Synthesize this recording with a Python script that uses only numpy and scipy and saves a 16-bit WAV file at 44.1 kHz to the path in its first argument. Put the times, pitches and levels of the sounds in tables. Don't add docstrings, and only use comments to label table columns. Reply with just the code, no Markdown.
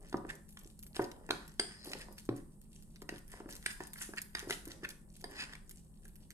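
import sys
import numpy as np
from scipy import signal
from scipy.fft import rfft, irfft, next_fast_len
from scipy.io import wavfile
from scipy.ndimage import uniform_filter1d, map_coordinates

SR = 44100
rng = np.random.default_rng(int(sys.argv[2]) if len(sys.argv) > 2 else 0)


def wav_out(sig):
    wavfile.write(sys.argv[1], SR, np.round(np.clip(np.atleast_2d(sig).T, -1, 1) * 32767).astype(np.int16))


N = 279153
TOP_HZ = 16100
CLUMPS_PER_S = 32
RING_AGE_S = np.arange(10000) / SR
CRACK_AGE_S = np.arange(1024) / SR

# mode_hz, relative_db, t60_s
THUMP_MODES = [(323, -1, 0.018), (392, 18.5, 0.018), (563, -14.5, 0.052)]
# mode_hz, relative_db, t60_s
BASE_MODES = [(763, 6.2, 0.023), (962, 12, 0.013), (1192, 4.6, 0.015), (1500, 12, 0.008)]
# freq_hz, relative_db
RASP_SPECTRUM = [(500, -37.5), (1700, 1.5), (2700, 6.5), (3400, 11.5), (5000, -1.5), (6200, -7), (9000, -6),
                 (10500, -2.5), (13000, -10.5), (16000, -48)]


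def amp(db):
    return 10 ** (np.asarray(db) / 20)


def decay(age_s, t60_s):
    return np.exp(-np.log(1000) * age_s / t60_s)


def unit(x):
    return x / np.sqrt(np.mean(x ** 2) + 1e-20)


def unit_burst(x):
    return x / np.sqrt(uniform_filter1d(x ** 2, 176, mode="constant").max())


def along(points, hz):
    freq_hz, values = np.transpose(points)
    return np.interp(np.log(hz + 1), np.log(freq_hz + 1), values)


def wobble(knots_per_s, count=N):
    knots = rng.standard_normal(int(count * knots_per_s / SR) + 4)
    return map_coordinates(knots, [np.arange(count) * knots_per_s / SR])


def filtered(x, response):
    count = x.shape[-1]
    padded = next_fast_len(count + count // 8)
    return irfft(rfft(x, padded) * response(np.fft.rfftfreq(padded, 1 / SR)), padded)[..., :count]


def coloured(x, spectrum):
    return unit(filtered(x, lambda hz: amp(along(spectrum, hz))))


def add(track, start_s, sound):
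    part = track[:, max(round(start_s * SR), 0):][:, :sound.shape[1]]
    part += sound[:, :part.shape[1]]


def ring(modes, attack_s, detune, scatter_db=2, pitch_ratio=1, rough=0):
    hz, db, t60_s = np.transpose(modes)[:, :, None]
    shift, strength = rng.standard_normal((2, len(modes), 1))
    smeared_s = RING_AGE_S + rough * np.cumsum(wobble(2000, len(RING_AGE_S))) / SR
    phase = 2 * np.pi * pitch_ratio * hz * (1 + detune * shift) * smeared_s
    waves = amp(db + scatter_db * strength) * decay(RING_AGE_S, t60_s) * np.sin(phase)
    return -unit_burst(waves.sum(0) * (1 - np.exp(-RING_AGE_S / attack_s)))


def jar_knocks(firm_landing_db=-25):
    # start_s, thump_db, clack_db, thump_hz
    landings = [(0.143, -27.5, -30, 340), (0.25, -42, -46, 357), (0.656, -53, -74, 354),
                (0.9941, -25.5, -28, 387), (1.03, -54, -42, 383), (1.304, -33.5, -38, 346),
                (1.874, -43, -52, 360), (2.085, -66, -49.5, 373), (2.29, -26, -39, 335),
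                (2.325, -40, -54, 380), (3.02, -47, -50, 384), (3.124, -40.5, -52, 343),
                (3.338, -52.5, -47.5, 420), (3.403, -44, -46, 358), (3.459, -42.5, -54, 313),
                (4.09, -44.5, -55, 342), (4.427, -46, -52, 384), (4.473, -39.5, -55.5, 354),
                (4.672, -42, -55, 316), (4.831, -42.5, -51.5, 361)]
    # mode_hz, relative_db, t60_s
    table_modes = [(122, 0, 0.22)]
    # mode_hz, relative_db, t60_s
    room_modes = [(285.5, -6.5, 0.39), (332, -22, 0.14), (397, -6.5, 0.14), (558, -6, 0.3),
                  (728, -12, 0.24)]
    out = np.zeros((2, N))
    for start_s, thump_db, clack_db, thump_hz in landings:
        ratio = thump_hz / THUMP_MODES[1][0]
        thump = amp(thump_db) * ring(THUMP_MODES, attack_s=0.0054, detune=0.0023, pitch_ratio=ratio)
        clack = amp(clack_db - 2) * ring(BASE_MODES, attack_s=0.00099, detune=0.019, rough=0.16)
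        add(out, start_s, in_room(thump + clack, wet_db=-4, gap_s=0.009))
        shove_db = 1.15 * (thump_db - firm_landing_db) + 0.75 * (thump_db - clack_db)
        table = amp(shove_db - 51) * ring(table_modes, attack_s=0.012, detune=0.005)
        boom = amp(thump_db - 19) * ring(room_modes, attack_s=0.0097, detune=0.004)
        add(out, start_s, np.tile(table + boom, (2, 1)))
    return out


def spoon_taps(contact_s=0.00016, lead_in_s=0.0025):
    # start_s, wall_db, base_db, steel_db, crack_db, wall_hz
    blows = [(.127, -55, -42.5, -74, -48.5, 1770), (0.5711, -53, -82, -67, -50.5, 1760),
             (0.9645, -45, -45, -48.5, -41, 1840), (1, -42.5, -50.5, -72.5, -61, 1480),
             (1.291, -44.5, -40, -64, -61, 1700), (1.307, -31, -38.5, -48.5, -28, 1320),
             (1.5958, -31.5, -33.5, -25, -30.5, 1853), (1.933, -45, -52, -46, -38, 1830),
             (2.29, -51, -52, -72, -49, 1480), (3.091, -41, -42, -49.5, -42.5, 1750),
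             (3.49, -52.5, -53, -75.5, -76, 1760), (3.661, -31, -50, -33, -29.5, 1954),
             (3.805, -44.5, -39.5, -70, -65, 1664), (3.958, -49, -66, -69, -62, 1850),
             (4.013, -42.5, -59, -62, -73, 1870), (4.136, -46.5, -49, -61, -75, 1590),
             (4.35, -33.5, -47.5, -39.5, -36.5, 1864), (4.4969, -44.5, -42, -69, -50, 1680),
             (4.507, -30, -38.5, -57, -32, 1987), (5.2411, -45, -41.5, -42, -47.5, 1790),
             (5.534, -55, -59, -62, -48.5, 1820), (5.552, -52, -67, -59, -51.5, 1820),
             (6.054, -58.5, -75, -77, -76, 1640)]
    # mode_hz, relative_db, t60_s
    wall_modes = [(1610, -4.5, 0.018), (1890, 3.5, 0.017), (2755, 4, 0.0062), (3500, -13, 0.0018)]
    # mode_hz, relative_db, t60_s
    steel_modes = [(4866, 2.5, 0.013), (9000, -3, 0.014), (9480, -10, 0.012), (11600, -12.5, 0.0078)]
    out = np.zeros((2, N))
    for start_s, wall_db, base_db, steel_db, crack_db, wall_hz in blows:
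        ratio = wall_hz / wall_modes[1][0]
        wall = ring(wall_modes, attack_s=0.0013, detune=0.012, rough=0.11, pitch_ratio=ratio)
        thump = ring(THUMP_MODES, attack_s=0.0056, detune=0.05)
        clack = ring(BASE_MODES, attack_s=0.00033, detune=0.005, rough=0.09)
        steel = ring(steel_modes, attack_s=0.0043, detune=0.0047, scatter_db=3.5, rough=0.042)
        rings = amp(wall_db) * wall + amp(base_db - 2) * (thump + clack) + amp(steel_db - 1) * steel
        crack = amp(crack_db) * contact_crack()
        click = amp(base_db + 6) * (RING_AGE_S / contact_s - 1) * np.exp(-RING_AGE_S / contact_s)
        rasp = coloured(rng.standard_normal(len(CRACK_AGE_S)), RASP_SPECTRUM)
        lead_in_hiss = amp(crack_db - 17) * rasp * np.exp(-CRACK_AGE_S[::-1] / lead_in_s)
        blow = np.concatenate([lead_in_hiss, rings + crack + click])
        add(out, start_s - CRACK_AGE_S[-1], in_room(blow, wet_db=-3, near_db=-6))
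        add(out, start_s, amp(steel_db - 33) * spoon_after_ring())
    return out


def contact_crack(t60_s=0.013, attack_s=0.0008):
    # freq_hz, relative_db
    spectrum = [(500, 6), (2000, 18), (4000, 17), (7500, 4), (10000, 3), (13000, -2), (16000, -20)]
    envelope = decay(CRACK_AGE_S, t60_s) * (1 - np.exp(-CRACK_AGE_S / attack_s))
    crack = unit_burst(coloured(rng.standard_normal(len(envelope)), spectrum) * envelope)
    return np.pad(crack, (0, len(RING_AGE_S) - len(crack)))


def spoon_after_ring(pitch_hz=4970, t60_s=1.6, count=30000):
    band = signal.iirpeak(pitch_hz, Q=16, fs=SR)
    noise = rng.standard_normal((2, count))
    tone = unit(signal.lfilter(*band, signal.lfilter(*band, noise)))
    flutter = amp(2.5 * wobble(90, count))
    return tone * flutter * decay(np.arange(count) / SR, t60_s)


def spoon_squeaks(waver_hz=200, slips_per_s=520, slip_spread_db=4.5):
    # middle_s, half_length_s, pitch_hz, note_db, glass_db, steel_db
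    squeaks = [(0.302, 0.022, 1719, -44, -45, -58), (1.862, .16, 1760, -73, -68, -60.5),
               (2.018, .03, 1800, -68, -56, -55), (3.707, .022, 1890, -55, -50, -50),
               (4.182, 0.02, 1836, -44.5, -40.5, -45), (4.526, .02, 1945, -53, -42.5, -50),
               (4.85, 0.02, 1897, -39.5, -43, -67), (5.365, .04, 1900, -67, -63, -58),
               (5.416, 0.068, 2614, -45.5, -47.5, -47)]
    # centre_hz, width_hz, relative_db
    glass_bands = [(1420, 270, -3), (1840, 240, 2.5), (2600, 470, -1.5)]
    # centre_hz, width_hz, relative_db
    steel_bands = [(4060, 220, -4), (4950, 460, -2), (7150, 720, -10), (8930, 520, -7.5)]
    out = np.zeros((2, N))
    for middle_s, half_length_s, pitch_hz, note_db, glass_db, steel_db in squeaks:
        count = int(2 * half_length_s * SR)
        phase = 2 * np.pi * np.cumsum(pitch_hz + waver_hz * wobble(1172, count)) / SR
        note = amp(note_db) * unit(np.sin(phase) * amp(4 * wobble(1383, count)))
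        onsets = rng.random(count) < slips_per_s / SR
        slips = onsets * amp(slip_spread_db * rng.uniform(-2, 2, count))
        rasp = amp(-7) * coloured(rng.standard_normal(count), RASP_SPECTRUM)
        glass = amp(glass_db) * (resonate(slips, glass_bands) + rasp)
        steel = amp(steel_db) * resonate(slips, steel_bands)
        squeak = np.hanning(count) ** 2 * (note + glass + steel)
        add(out, middle_s - half_length_s, in_room(squeak, wet_db=-6.5))
    return out


def resonate(x, bands):
    def response(hz):
        body = 0
        for k, (centre_hz, width_hz, db) in enumerate(bands):
            damping = 1j * hz * width_hz
            body += (-1) ** k * amp(db) * damping / (centre_hz ** 2 - hz ** 2 + damping)
        return body * np.sqrt(abs(body))
    return unit(filtered(x, response))


def paste_pops(stage_gap_s=0.0035, stage_step_db=-6, attack_s=0.0006):
    # start_s, level_db, pitch_hz
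    pockets = [(0.169, -59.5, 4960), (0.353, -61.5, 8100), (0.49, -57.5, 9260), (0.505, -70, 10700),
               (0.525, -61, 11500), (0.59, -56.5, 8650), (0.634, -64, 9500), (0.7, -65, 7500),
               (0.791, -55.5, 8500), (0.805, -77, 9800), (0.827, -53.5, 8900), (0.834, -54.5, 9100),
               (0.8655, -56, 9300), (0.876, -64, 11000), (1.023, -56, 10500), (1.042, -52.5, 4760),
               (1.115, -53, 4540), (1.478, -54.5, 8940), (1.845, -52.5, 8460), (1.858, -54.5, 7750),
               (1.917, -50, 5600), (2.125, -57.5, 11800), (2.1812, -55, 4770), (2.196, -58.5, 7050),
               (2.253, -62, 7450), (2.364, -60, 9500), (2.377, -66, 7040), (2.614, -63.5, 8150),
               (2.824, -63.5, 7200), (2.959, -60, 4400), (3.018, -57, 6200), (3.181, -58, 7450),
               (3.187, -62, 7400), (3.279, -61, 8600), (3.318, -62.5, 5100), (3.526, -52.5, 6060),
               (3.553, -50.5, 7800), (3.564, -52.5, 6500), (3.626, -58, 6270), (3.87, -53, 10100),
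               (3.877, -65, 7800), (3.9332, -47, 9150), (3.982, -58.5, 10300), (4.162, -61, 6950),
               (4.217, -43.5, 9000), (4.393, -45, 6060), (4.525, -42, 3700), (4.654, -52, 7360),
               (4.677, -53.5, 8500), (4.889, -46.5, 7000), (4.901, -54.5, 7500), (4.905, -50, 5660),
               (5.166, -60.5, 8200), (5.21, -58, 8500), (5.694, -54, 8200), (5.71, -52, 7650),
               (6.053, -60, 8160), (6.08, -59.5, 9700), (6.156, -58, 9500), (6.305, -53, 5800)]
    # freq_hz, relative_db
    spectrum = [(300, -19), (1500, 19), (4000, 8), (8000, 2), (12500, 15.5), (15000, -14.5), (16000, -9.5)]
    out = np.zeros((2, N))
    for start_s, level_db, pitch_hz in pockets:
        stage_s = np.cumsum([0, *stage_gap_s * rng.uniform(0.5, 2, 2)])
        age_s = np.maximum(CRACK_AGE_S - stage_s[:, None], 0)
        stages = decay(age_s, t60_s=0.008) * (1 - np.exp(-age_s / attack_s))
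        envelope = amp(stage_step_db * np.arange(3)) @ stages
        tear = coloured(rng.standard_normal(len(envelope)), spectrum) * envelope
        snap = unit_burst(signal.lfilter(*signal.iirpeak(pitch_hz, Q=1.76, fs=SR), tear))
        add(out, start_s, in_room(amp(level_db + 3) * snap, wet_db=-5.5, count=6144))
    return out


def stirring(idle_crackle_db=-77.5, clump_depth_db=4.5):
    # peak_s, width_s, level_db
    pushes = [(0.02, 0.063, -61), (0.28, 0.13, -55.5), (0.63, 0.027, -63.5), (1.11, 0.37, -60.5),
              (1.4, 0.18, -65.5), (1.93, 0.19, -52.5), (2.1, 0.053, -59), (3.44, 0.18, -58.5),
              (4.48, 0.091, -55.5), (4.71, 0.14, -62.5), (4.84, 0.12, -63), (5.34, 0.2, -55.5)]
    # peak_s, width_s, scrape_db, crackle_db
    sweeps = [(0.056, 0.096, -67, -63), (0.304, 0.079, -54.5, -58), (0.61, 0.24, -91, -64),
              (0.959, 0.021, -51.5, -43), (1.024, 0.021, -46.5, -57.5), (1.375, 0.23, -59, -69),
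              (1.7, 0.15, -58, -70.5), (1.88, 0.046, -57, -51.5), (1.947, 0.09, -56, -53.5),
              (2.02, 0.034, -50, -57), (2.192, 0.045, -67, -57.5), (2.375, 0.06, -64, -65),
              (2.775, 0.15, -90, -68.5), (3.13, 0.03, -62, -71), (3.152, 0.043, -56.5, -60),
              (3.346, 0.11, -59.5, -57), (3.523, 0.069, -61.5, -55.5), (3.673, 0.1, -52.5, -47),
              (3.823, 0.069, -55, -47), (4.013, 0.091, -54, -48), (4.169, 0.034, -58, -49.5),
              (4.39, 0.075, -47, -51), (4.52, 0.068, -61, -43.5), (4.709, 0.042, -52, -52),
              (4.834, 0.026, -49.5, -74), (5.169, 0.072, -94, -64.5), (5.388, 0.15, -47, -58),
              (5.524, 0.024, -54.5, -70.5), (5.777, 0.09, -84.5, -68.5), (6.042, 0.053, -77, -67),
              (6.182, 0.036, -77, -80)]
    # freq_hz, relative_db
    drag_spectrum = [(100, -22.5), (240, -2.5), (340, 2), (480, -1), (800, -6.5), (1300, -15.5),
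                     (3000, -56)]
    # freq_hz, relative_db
    grit_spectrum = [(300, -52), (800, -4.5), (1300, -3), (1850, 9.5), (2250, -1.5), (2700, -2.5),
                     (3300, -6.5), (4200, -9), (4950, -3), (6000, -11), (9000, -13), (11000, -14.5),
                     (16000, -54)]
    peak_s, width_s, gritty_db, sticky_db = np.transpose(sweeps)
    drag_db = strokes_db(pushes, idle_db=-78.5)
    scrape_db = strokes_db(zip(peak_s, width_s, gritty_db), idle_db=-88)
    crackle_db = strokes_db(zip(peak_s, width_s, sticky_db), idle_crackle_db)
    crackle_db += clump_depth_db * wobble(CLUMPS_PER_S)
    judder_db = 2.5 * wobble(70)
    drag = amp(drag_db + judder_db - 2) * grains(drag_spectrum, per_s=280, spread_db=2.6)
    scrape = amp(scrape_db + judder_db - 3) * grains(grit_spectrum, per_s=650, spread_db=4.5)
    crackle = amp(crackle_db + judder_db - 6.5) * bubbles(per_s=600, spread_db=5.2)
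    thread_db = -82.5 + 0.76 * (crackle_db - idle_crackle_db)
    threads = amp(thread_db) * bubbles(per_s=24, spread_db=5)
    rubbing = in_room(drag + scrape, wet_db=0.5)
    return rubbing + in_room(crackle, wet_db=1.5) + in_room(threads, wet_db=-8.5)


def strokes_db(strokes, idle_db, rise_share=0.45):
    t = np.arange(N) / SR
    power = np.full(N, amp(idle_db) ** 2)
    for peak_s, width_s, level_db in strokes:
        span = slice(*np.searchsorted(t, [peak_s - 2 * width_s, peak_s + 2 * width_s]))
        flank_s = width_s * np.where(t[span] < peak_s, rise_share, 1 - rise_share)
        power[span] += (amp(level_db) * np.exp(-((t[span] - peak_s) / flank_s) ** 2)) ** 2
    return 10 * np.log10(power)


def grains(spectrum, per_s, spread_db):
    sizes = amp(spread_db * np.clip(rng.standard_normal(N), -2, 2))
    onsets = rng.random(N) < per_s / SR
    return coloured(onsets * rng.choice([-1, 1], N) * sizes, spectrum)


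def bubbles(per_s, spread_db, middle_hz=7400, spread_octaves=0.44, decay_cycles=1.5, length=96):
    # freq_hz, relative_db
    spectrum = [(1000, -11), (3000, 6), (5000, -1), (6500, -1), (9000, 4.5), (11000, 6), (13000, 3),
                (16000, -18)]
    count = int(per_s * N / SR)
    starts = rng.integers(0, N, (count, 1))
    shift, strength = np.clip(rng.standard_normal((count, 2)), -2, 2).T[:, :, None]
    clump_octaves = 0.34 * wobble(CLUMPS_PER_S)[starts]
    pitch_hz = np.minimum(middle_hz * 2 ** (spread_octaves * shift + clump_octaves), TOP_HZ)
    cycles = pitch_hz * np.arange(length) / SR
    waves = amp(spread_db * strength) * np.exp(-cycles / decay_cycles) * np.sin(2 * np.pi * cycles)
    positions = starts + np.arange(length)
    return coloured(np.bincount(positions.ravel(), waves.ravel(), N + length)[:N], spectrum)


def in_room(x, wet_db, near_db=-3, gap_s=0.0032, count=14336, left_lag_samples=6):
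    # freq_hz, t60_s
    decay_times = [(120, 0.64), (400, 0.3), (1000, 0.47), (2500, 0.34), (5000, 0.4), (9000, 0.39),
                   (14000, 0.51)]
    # freq_hz, gain_db
    tail_gains = [(100, 4), (350, -2.5), (1000, 0.5), (2000, -5), (5000, -5), (9000, -0.5), (13000, -5)]
    hz, age_s, frames = signal.stft(diffuse(count), SR, nperseg=256)
    t60_s = along(decay_times, hz)[:, None]
    unit_energy = np.sqrt(2 * np.log(1000) / (t60_s * SR))
    envelope = amp(along(tail_gains, hz)[:, None] + wet_db) * decay(age_s, t60_s) * unit_energy
    tail = signal.istft(frames * envelope, SR, nperseg=256)[1]
    response = np.pad(tail, ((0, 0), (int(gap_s * SR), 0)))
    scatter = rng.standard_normal((2, len(CRACK_AGE_S))) * decay(CRACK_AGE_S, t60_s=0.009)
    scatter = signal.lfilter(*signal.butter(2, 2600, "high", fs=SR), scatter)
    response[:, :len(CRACK_AGE_S)] += amp(near_db) * scatter / np.linalg.norm(scatter[0])
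    response[0, left_lag_samples] += 1
    response[1, 0] += 1
    return signal.fftconvolve(x[None], response, axes=1)[:, :N]


def diffuse(count):
    # freq_hz, correlation
    likeness = [(30, 0.78), (300, 0.82), (700, 0.013), (1400, 0), (3000, 0.17), (12000, 0)]

    def mid_side_gains(hz):
        angle = np.arccos(along(likeness, hz)) / 2
        return np.array([np.cos(angle), np.sin(angle)])
    mid, side = filtered(rng.standard_normal((2, count)), mid_side_gains)
    return np.array([mid + side, mid - side])


def background(rumble_db=-57, hiss_db=-73.5):
    # freq_hz, relative_db
    rumble_spectrum = [(12, -12.5), (22, 9.5), (53, 3.5), (85, -5.5), (120, -5.5), (200, -2), (270, -14),
                       (400, -15.5), (520, -29), (950, -30), (3400, -68.5), (16000, -50.5)]
    # pitch_hz, level_db
    hum_tones = [(160, -64.5), (210, -64.5)]
    # freq_hz, relative_db
    hiss_spectrum = [(3000, -41.5), (6500, -0.5), (8400, 19.5), (10500, 10), (13000, 8), (14500, -20),
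                     (16000, -25)]
    t = np.arange(N) / SR
    hum = np.zeros(N)
    for pitch_hz, level_db in hum_tones:
        gain = amp(level_db + 1.1 * wobble(8.1))
        hum += gain * np.sin(2 * np.pi * pitch_hz * t + 1.1 * wobble(15))
    rumble = amp(rumble_db) * coloured(diffuse(N), rumble_spectrum)
    hiss = amp(hiss_db) * coloured(diffuse(N), hiss_spectrum)
    return rumble + hum + hiss


def scene():
    return jar_knocks() + spoon_taps() + paste_pops() + spoon_squeaks() + stirring() + background()


def record(dry):
    return filtered(dry, lambda hz: hz < TOP_HZ)


dry = scene()
out = record(dry)
wav_out(out)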